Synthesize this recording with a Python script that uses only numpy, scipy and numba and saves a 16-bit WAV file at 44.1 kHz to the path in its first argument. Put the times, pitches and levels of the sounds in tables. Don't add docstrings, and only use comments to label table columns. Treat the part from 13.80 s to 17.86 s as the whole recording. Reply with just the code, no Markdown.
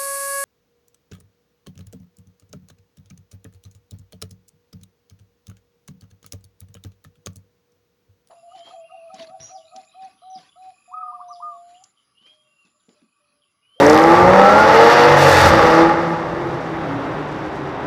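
import sys
import numpy as np
from scipy import signal
from scipy.fft import rfft, irfft
from scipy.io import wavfile
from scipy.ndimage import uniform_filter1d
from numba import njit

SR = 44100
rng = np.random.default_rng(int(sys.argv[2]) if len(sys.argv) > 2 else 0)


def amplitude_ratio(level_db):
    exponent = np.asarray(level_db, float) / 20
    return 10 ** exponent


def unload_wav(signal):
    wavfile.write(
        sys.argv[1],
        SR,
        np.round(np.clip(np.atleast_2d(signal).T, -1, 1) * 32767).astype(np.int16),
    )


N = 179158

# f/Hz, density/dB
DRONE_SPECTRUM = [(15, -40), (25, -20), (96, -11.5), (146, -6.5), (236, -11), (318, -1.5), (345, -9.5),
                  (389, -4.5), (475, -11), (515, -9.5), (849, -8.5), (1680, -18), (3000, -31),
                  (3900, -33.5), (6600, -120)]
DRONE_DB = -23.5
# start t/s, end t/s, f/Hz, level/dB
TUNNEL_MODES = [(2.4, 2.8, 346.3, -31.5), (2.5, 2.75, 892, -39), (2.55, 2.8, 134, -33),
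                (2.85, 3.15, 324.6, -30.5), (3.0, 3.45, 119, -38), (3.05, 3.45, 278.4, -31),
                (3.25, 3.45, 320, -42), (3.45, 3.85, 316, -35.5), (3.7, 4.1, 394, -36.5),
                (2.15, 2.42, 835, -41), (2.42, 2.78, 845, -40), (2.1, 2.55, 165.7, -33.5)]
TUNNEL_T60_S, TUNNEL_DAMP, WET_DB = 1.46, 0.37, 4

# start t/s, end t/s, f/Hz, level/dB
PAD_SQUEAKS = [
    (2.18, 2.36, 12810, -74),
    (2.29, 2.325, 9450, -62),
]
# t/s, ring peak level/dB, ring f/Hz, treble peak level/dB
STONE_TICKS = [(.0654, -12, 5300, -40), (.0988, -9, 5600, -28), (.1124, -24, 4500, -34),
               (.1317, -14, 5200, -34), (.1454, -16, 4800, -28), (.1544, -15, 3000, -35),
               (.164, -19, 4400, -28), (.1766, -11, 3500, -29), (.1874, -13, 3000, -33),
               (.196, -21, 5000, -28), (.2085, -18, 3500, -35), (.218, -25, 3000, -35),
               (.228, -26, 6000, -35), (.239, -17, 4600, -33), (.001, -14, 3500, -24),
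               (.27, -24, 3500, -42), (.386, -19, 2800, -40), (1.66, -22, 6000, -24),
               (1.69, -24, 6000, -25), (2.312, -52, 7000, -51)]

# f/Hz, density/dB
GRIT_SPECTRUM = [(3530, 1.5), (6000, 3.5), (7060, 1.5), (7710, -0.5), (9940, -5.5), (12900, -6.5),
                 (15500, -18)]
# start t/s, end t/s, level/dB
SCRABBLE = [
    (1.377, 1.442, -33.5),
    (1.462, 1.698, -35.5),
]
# t/s, length/s, level/dB
ROAD_JOINTS = [
    (0.05, .1, -33),
    (0.48, .2, -20.5),
    (0.9, 0.15, -31),
    (1.3, 0.17, -28),
    (1.516, 0.19, -33),
    (1.684, 0.11, -14.5),
    (1.82, 0.21, -20.5),
    (2.104, 0.34, -30),
    (2.5, 0.17, -30.5),
]
GRIT_PER_FLOW, GRIT_DB, GRIT_FLOOR_DB = 1.24, -13.5, -63.5
CLOSE_DB, CLOSE_FADE_DB_PER_S = -42.5, 20
RUMBLE_DB, RUMBLE_FADE_DB_PER_S = -46, 1

# t/s, firing rate of one bank f/Hz, gas flow level/dB, load on clear harmonics level/dB
ENGINE_CONTROLS = [(0.0, 140.2, -23.5, 10.5), (0.18, 158.9, -27, 1), (0.3, 168.5, -27.5, 2.5),
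                   (0.5, 185.7, -27, 3.5), (0.82, 215, -24, -1.5), (1.0, 229.2, -21, -1),
                   (1.15, 238.6, -20, -1), (1.35, 243.5, -22.5, -2.5), (1.44, 231.2, -19.5, -11),
                   (1.66, 217, -16, -5), (1.7, 165.9, -21, -6), (1.85, 161.5, -21.5, -4.5),
                   (2.02, 165.7, -26, 3), (2.16, 170, -35, -5.5), (2.45, 165.1, -42, -5),
                   (2.7, 167, -42.5, -8), (3.1, 157.3, -44.5, 2), (4.06, 135.3, -46, 9)]
CYLINDER_DB = [-3, 6, -3.5, -7.5, -0.5, 1.5, 1.5, 6.5, -24, -0.5]
CYLINDER_LAG = [0.0013, 0.1066, -0.0286, 0.119, 0.0295, 0.0822, -0.0364, 0.1315, 0.1, 0.0793]
# f/Hz, width/Hz, level/dB
PIPE_RESONANCES = [(170, 87, -9.5), (348, 69, -5.5), (492, 63, 1), (583, 84, -0.5), (848.4, 83.4, 2.5),
                   (1154, 116, -0.5), (1298, 172, -3.5), (1910, 410, -9.5)]
# f/Hz, width/Hz, level/dB
TAILPIPE = [(86.6, 27, -6), (151.6, 33, -10), (193, 38, 3.5), (337, 60, -4.5), (458, 38, -0.5),
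            (488, 21, -6), (555, 38, -2), (606, 77, 0.8), (788, 34, 6.5), (847, 124, 8.5), (947, 37, 4),
            (1174, 78, 4.5), (1333.4, 83, 8), (1411.4, 24, 7.5)]
# multiple of the bank rate, level/dB re roar, extra loss off throttle/dB
CLEAR_HARMONICS = [(1, -15, -16.5), (2, -2, 3.5), (3, -7, 8), (4, -13.5, 20), (5, -17, 5)]
# multiple of the bank rate, level/dB re roar, shift gain/dB
LOPE_LINES = [(.4, -23, 12), (.6, -17, 14.5), (2.4, -11.5, -4), (6.6, -13.5, 0)]
# multiple of the bank rate, level/dB re roar
WEAK_LINES = [(1.4, -12.5), (2.6, -14.5), (3.4, -37), (3.6, -14.5), (3.8, -13.5), (4.6, -13.5), (5.6, -18),
              (6, -23), (7, -14), (7.6, -22.5), (8.4, -20.5)]
# f/Hz, density/dB
HISS_SPECTRUM = [(800, -57), (1300, -2), (1800, -2.5), (2400, -9.5), (2900, -8.5), (3250, -14),
                 (3530, -10.5), (4000, -14), (4500, -11), (5200, -14), (5900, -16.5), (6500, -25),
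                 (9000, -45)]
SHIFT_S, SECOND_GEAR_S, LIFT_S = 1.296, 1.69, 2.01
ROAR_DB, LIFT_DROP_DB, LIFT_SINK_S, RECEDE_DB_PER_S = -9, 13, 0.24, 8
RASP_DB, ECHO_DB = 0., -11.


def level(x, db):
    return x * amplitude_ratio(db) / np.sqrt(np.mean(x ** 2))


def curves(table):
    s, *columns = np.transpose(table)
    return [np.interp(np.arange(N) / SR, s, c) for c in columns]


def between(a, b, edge):
    t = np.arange(N) / SR
    return np.clip(np.minimum(t - a, b - t) / edge + .5, 0, 1)


def colour(x, points):
    hz, db = np.transpose(points)
    bins = np.log(np.arange(1, N // 2 + 2) * SR / N)
    gain_db = np.interp(bins, np.log(hz), db, left=-90, right=-90)
    return irfft(rfft(x) * amplitude_ratio(gain_db), N)


def walk(rate):
    k = int(SR / rate)
    held = np.repeat(rng.standard_normal(N // k + 1), k)
    return 1.16 * uniform_filter1d(uniform_filter1d(held, k), k)[:N]


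@njit
def svf(x, hz, width):
    y, b, l = np.empty(len(x)), 0., 0.
    g, k = np.tan(np.pi * hz / SR), width / hz
    for i in range(len(x)):
        v = (b + g * (x[i] - l)) / (1 + g * (g + k))
        b, l, y[i] = 2 * v - b, l + 2 * g * v, k * v
    return y


@njit
def walls(x, lags, gain, damp):
    line, soft, out = np.zeros((8, 8192)), np.zeros(8), np.zeros(len(x))
    for i in range(len(x)):
        total = 0.
        for k in range(8):
            soft[k] += (1 - damp) * (gain[k] * line[k, (i - lags[k]) & 8191] - soft[k])
            total += soft[k]
            out[i] += soft[k] * (1 - 2 * (k % 2))
        for k in range(8):
            line[k, i & 8191] = x[i] + soft[k] - total / 4
    return out


def echoes(x):
    lags = rng.integers(700, 3000, 8)
    lead = SR // 2
    gain = amplitude_ratio(-60 * lags / SR / TUNNEL_T60_S)
    wet = walls(np.r_[x[lead:0:-1], x], lags, gain, TUNNEL_DAMP)[lead:]
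    return wet * np.std(x) / np.std(wet)


def tunnel(x):
    return x + amplitude_ratio(WET_DB) * echoes(x)


def swells(table, width):
    t = np.arange(N) / SR
    out = np.zeros(N)
    for a, b, hz, db in table:
        arch = np.sqrt(np.clip((t - a) * (b - t), 0, 1)) * 2 / (b - a)
        out += amplitude_ratio(db) * arch * level(svf(rng.standard_normal(N), float(hz), width), 0)
    return out


def drone():
    hum = colour(rng.standard_normal(N) * amplitude_ratio(1.3 * walk(2.82)), DRONE_SPECTRUM)
    return level(hum, DRONE_DB - 4.5) + swells(TUNNEL_MODES, 4.1)


def brakes():
    return swells(PAD_SQUEAKS, 250.)


def stones():
    out, t = np.zeros(N), np.arange(SR // 50) / SR
    for s, ring_db, hz, treble_db in STONE_TICKS:
        knock = rng.standard_normal((2, len(t))) * np.exp(-t / .0011)
        ring = svf(svf(knock[0], float(hz), 2400.0), float(hz), 2400.0)
        spit = svf(knock[1], 12000.0, 7000.)
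        i = int(s * SR)
        out[i:i + len(t)] += amplitude_ratio(ring_db) * ring / np.abs(ring).max()
        out[i:i + len(t)] += amplitude_ratio(treble_db) * spit / np.abs(spit).max()
    return out


def tyres(flicker):
    t = np.arange(N) / SR
    flow_db = curves(ENGINE_CONTROLS)[1]
    scrabble = sum(amplitude_ratio(db) * between(a, b, 0.027) for a, b, db in SCRABBLE)
    close = amplitude_ratio(CLOSE_DB - CLOSE_FADE_DB_PER_S * t)
    grit_gain = amplitude_ratio(GRIT_DB + GRIT_PER_FLOW * flow_db) + amplitude_ratio(GRIT_FLOOR_DB) + close + scrabble

    grain_db = 3.1 * np.minimum(rng.exponential(size=N), 7.5)
    grains = flicker * rng.standard_normal(N) * amplitude_ratio(grain_db)
    bright = level(colour(grains, GRIT_SPECTRUM), 0.31)
    dull = level(svf(bright, 6100.0, 6500.0), 0)
    near = np.clip((20 * np.log10(grit_gain) + 67) / 28, .2, 1)
    grit = near * bright + (1 - near) * dull

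    bumps = sum(amplitude_ratio(db) * np.exp(-(2 * (t - s) / length) ** 2) for s, length, db in ROAD_JOINTS)
    rumble = svf(svf(rng.standard_normal(N), 107.0, 81.0), 66.0, 100.0)
    rumble_gain = amplitude_ratio(RUMBLE_DB - RUMBLE_FADE_DB_PER_S * t) + bumps
    return grit_gain * grit + rumble_gain * level(rumble, -4.8)


def pipe(x):
    out = np.zeros(N)
    for k, (hz, width, db) in enumerate(PIPE_RESONANCES):
        out += (-1) ** k * amplitude_ratio(db) * svf(x, float(hz), float(width))
    return out


def firings(turns, jitter):
    count = int(2 * turns[-1]) - 2
    chance = rng.standard_normal((count, 2)).T
    due = np.arange(count) / 2 + np.resize(CYLINDER_LAG, count) + jitter * chance[0]
    at = np.interp(due, turns, np.arange(N))
    size = amplitude_ratio(np.resize(CYLINDER_DB, count) + 4.26 * chance[1])
    whole, part = at.astype(int), at % 1
    pulses = np.bincount(whole, size * (1 - part), N) + np.bincount(whole + 1, size * part, N)
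    return level(pulses - pulses.mean(), 0)


def tailpipe_gain(f):
    power = 0
    for centre, width, db in TAILPIPE:
        power = power + (amplitude_ratio(db) / (1 + (2 * (f - centre) / width) ** 2)) ** 2
    return np.sqrt(power)


def lines(rows, hz, tone, control):
    out = np.zeros(N)
    for k, db, shift_db in rows:
        gain = amplitude_ratio(db + shift_db * control + 1.44 * walk(9.3))
        out += gain * tailpipe_gain(k * hz) * tone(k)
    return out


def engine(flicker):
    hz, hiss_db, load_db = curves(ENGINE_CONTROLS)
    since = np.clip(np.arange(N) / SR - LIFT_S, 0, None)
    lifted = 1 - np.exp(-since / LIFT_SINK_S)
    roar_db = ROAR_DB - LIFT_DROP_DB * lifted - RECEDE_DB_PER_S * since
    turns = np.cumsum(hz) / SR

    def tone(k):
        wander = .008 * k * (k + 1) * walk(30)
        return np.sqrt(2) * np.sin(2 * np.pi * (k * turns + rng.random()) + wander)

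    shifting = between(SHIFT_S, SECOND_GEAR_S, 0.058)
    lope = between(-1, SECOND_GEAR_S, .03) * lines(LOPE_LINES, hz, tone, shifting)
    clear = amplitude_ratio(roar_db) * (amplitude_ratio(load_db) * lines(CLEAR_HARMONICS, hz, tone, -lifted) + lope)
    weak = pipe(sum(amplitude_ratio(db + walk(5.14)) * tone(k) for k, db in WEAK_LINES))

    blurred, sharp = firings(turns, .11), firings(turns, .006)
    puffs = np.exp(-(2 * turns % 1) / 0.33) * rng.standard_normal(N)
    exhaust = pipe(blurred + level(sharp, -4.5) + level(puffs, -3.5))
    roar = level(tunnel(exhaust), -3.0) + weak
    roar = colour(roar, [(30, -23), (90, -24), (140, 1.0), (9000, -1.0)])

    rasp = level(.22 * sharp + echoes(sharp), RASP_DB)
    gas = rasp + flicker * rng.standard_normal(N)
    hiss = level(colour(gas, HISS_SPECTRUM), 0.64)
    return clear + amplitude_ratio(ECHO_DB) * echoes(clear) + amplitude_ratio(roar_db) * roar + amplitude_ratio(hiss_db) * hiss


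def scene():
    flicker = amplitude_ratio(1.4 * walk(60))
    return (drone() + brakes() + stones() + tyres(flicker) + engine(flicker))[None]


def band_limit(x):
    return signal.sosfilt(signal.butter(12, 15650, fs=SR, output="sos"), x)


def record(dry):
    knee, room = .75, .35
    over = np.clip(np.abs(dry) - knee, 0, None)
    limited = np.sign(dry) * (np.minimum(np.abs(dry), knee) + room * np.tanh(over / room))
    return band_limit(np.clip(limited, -1, 1))


dry = scene()
out = record(dry)
unload_wav(out)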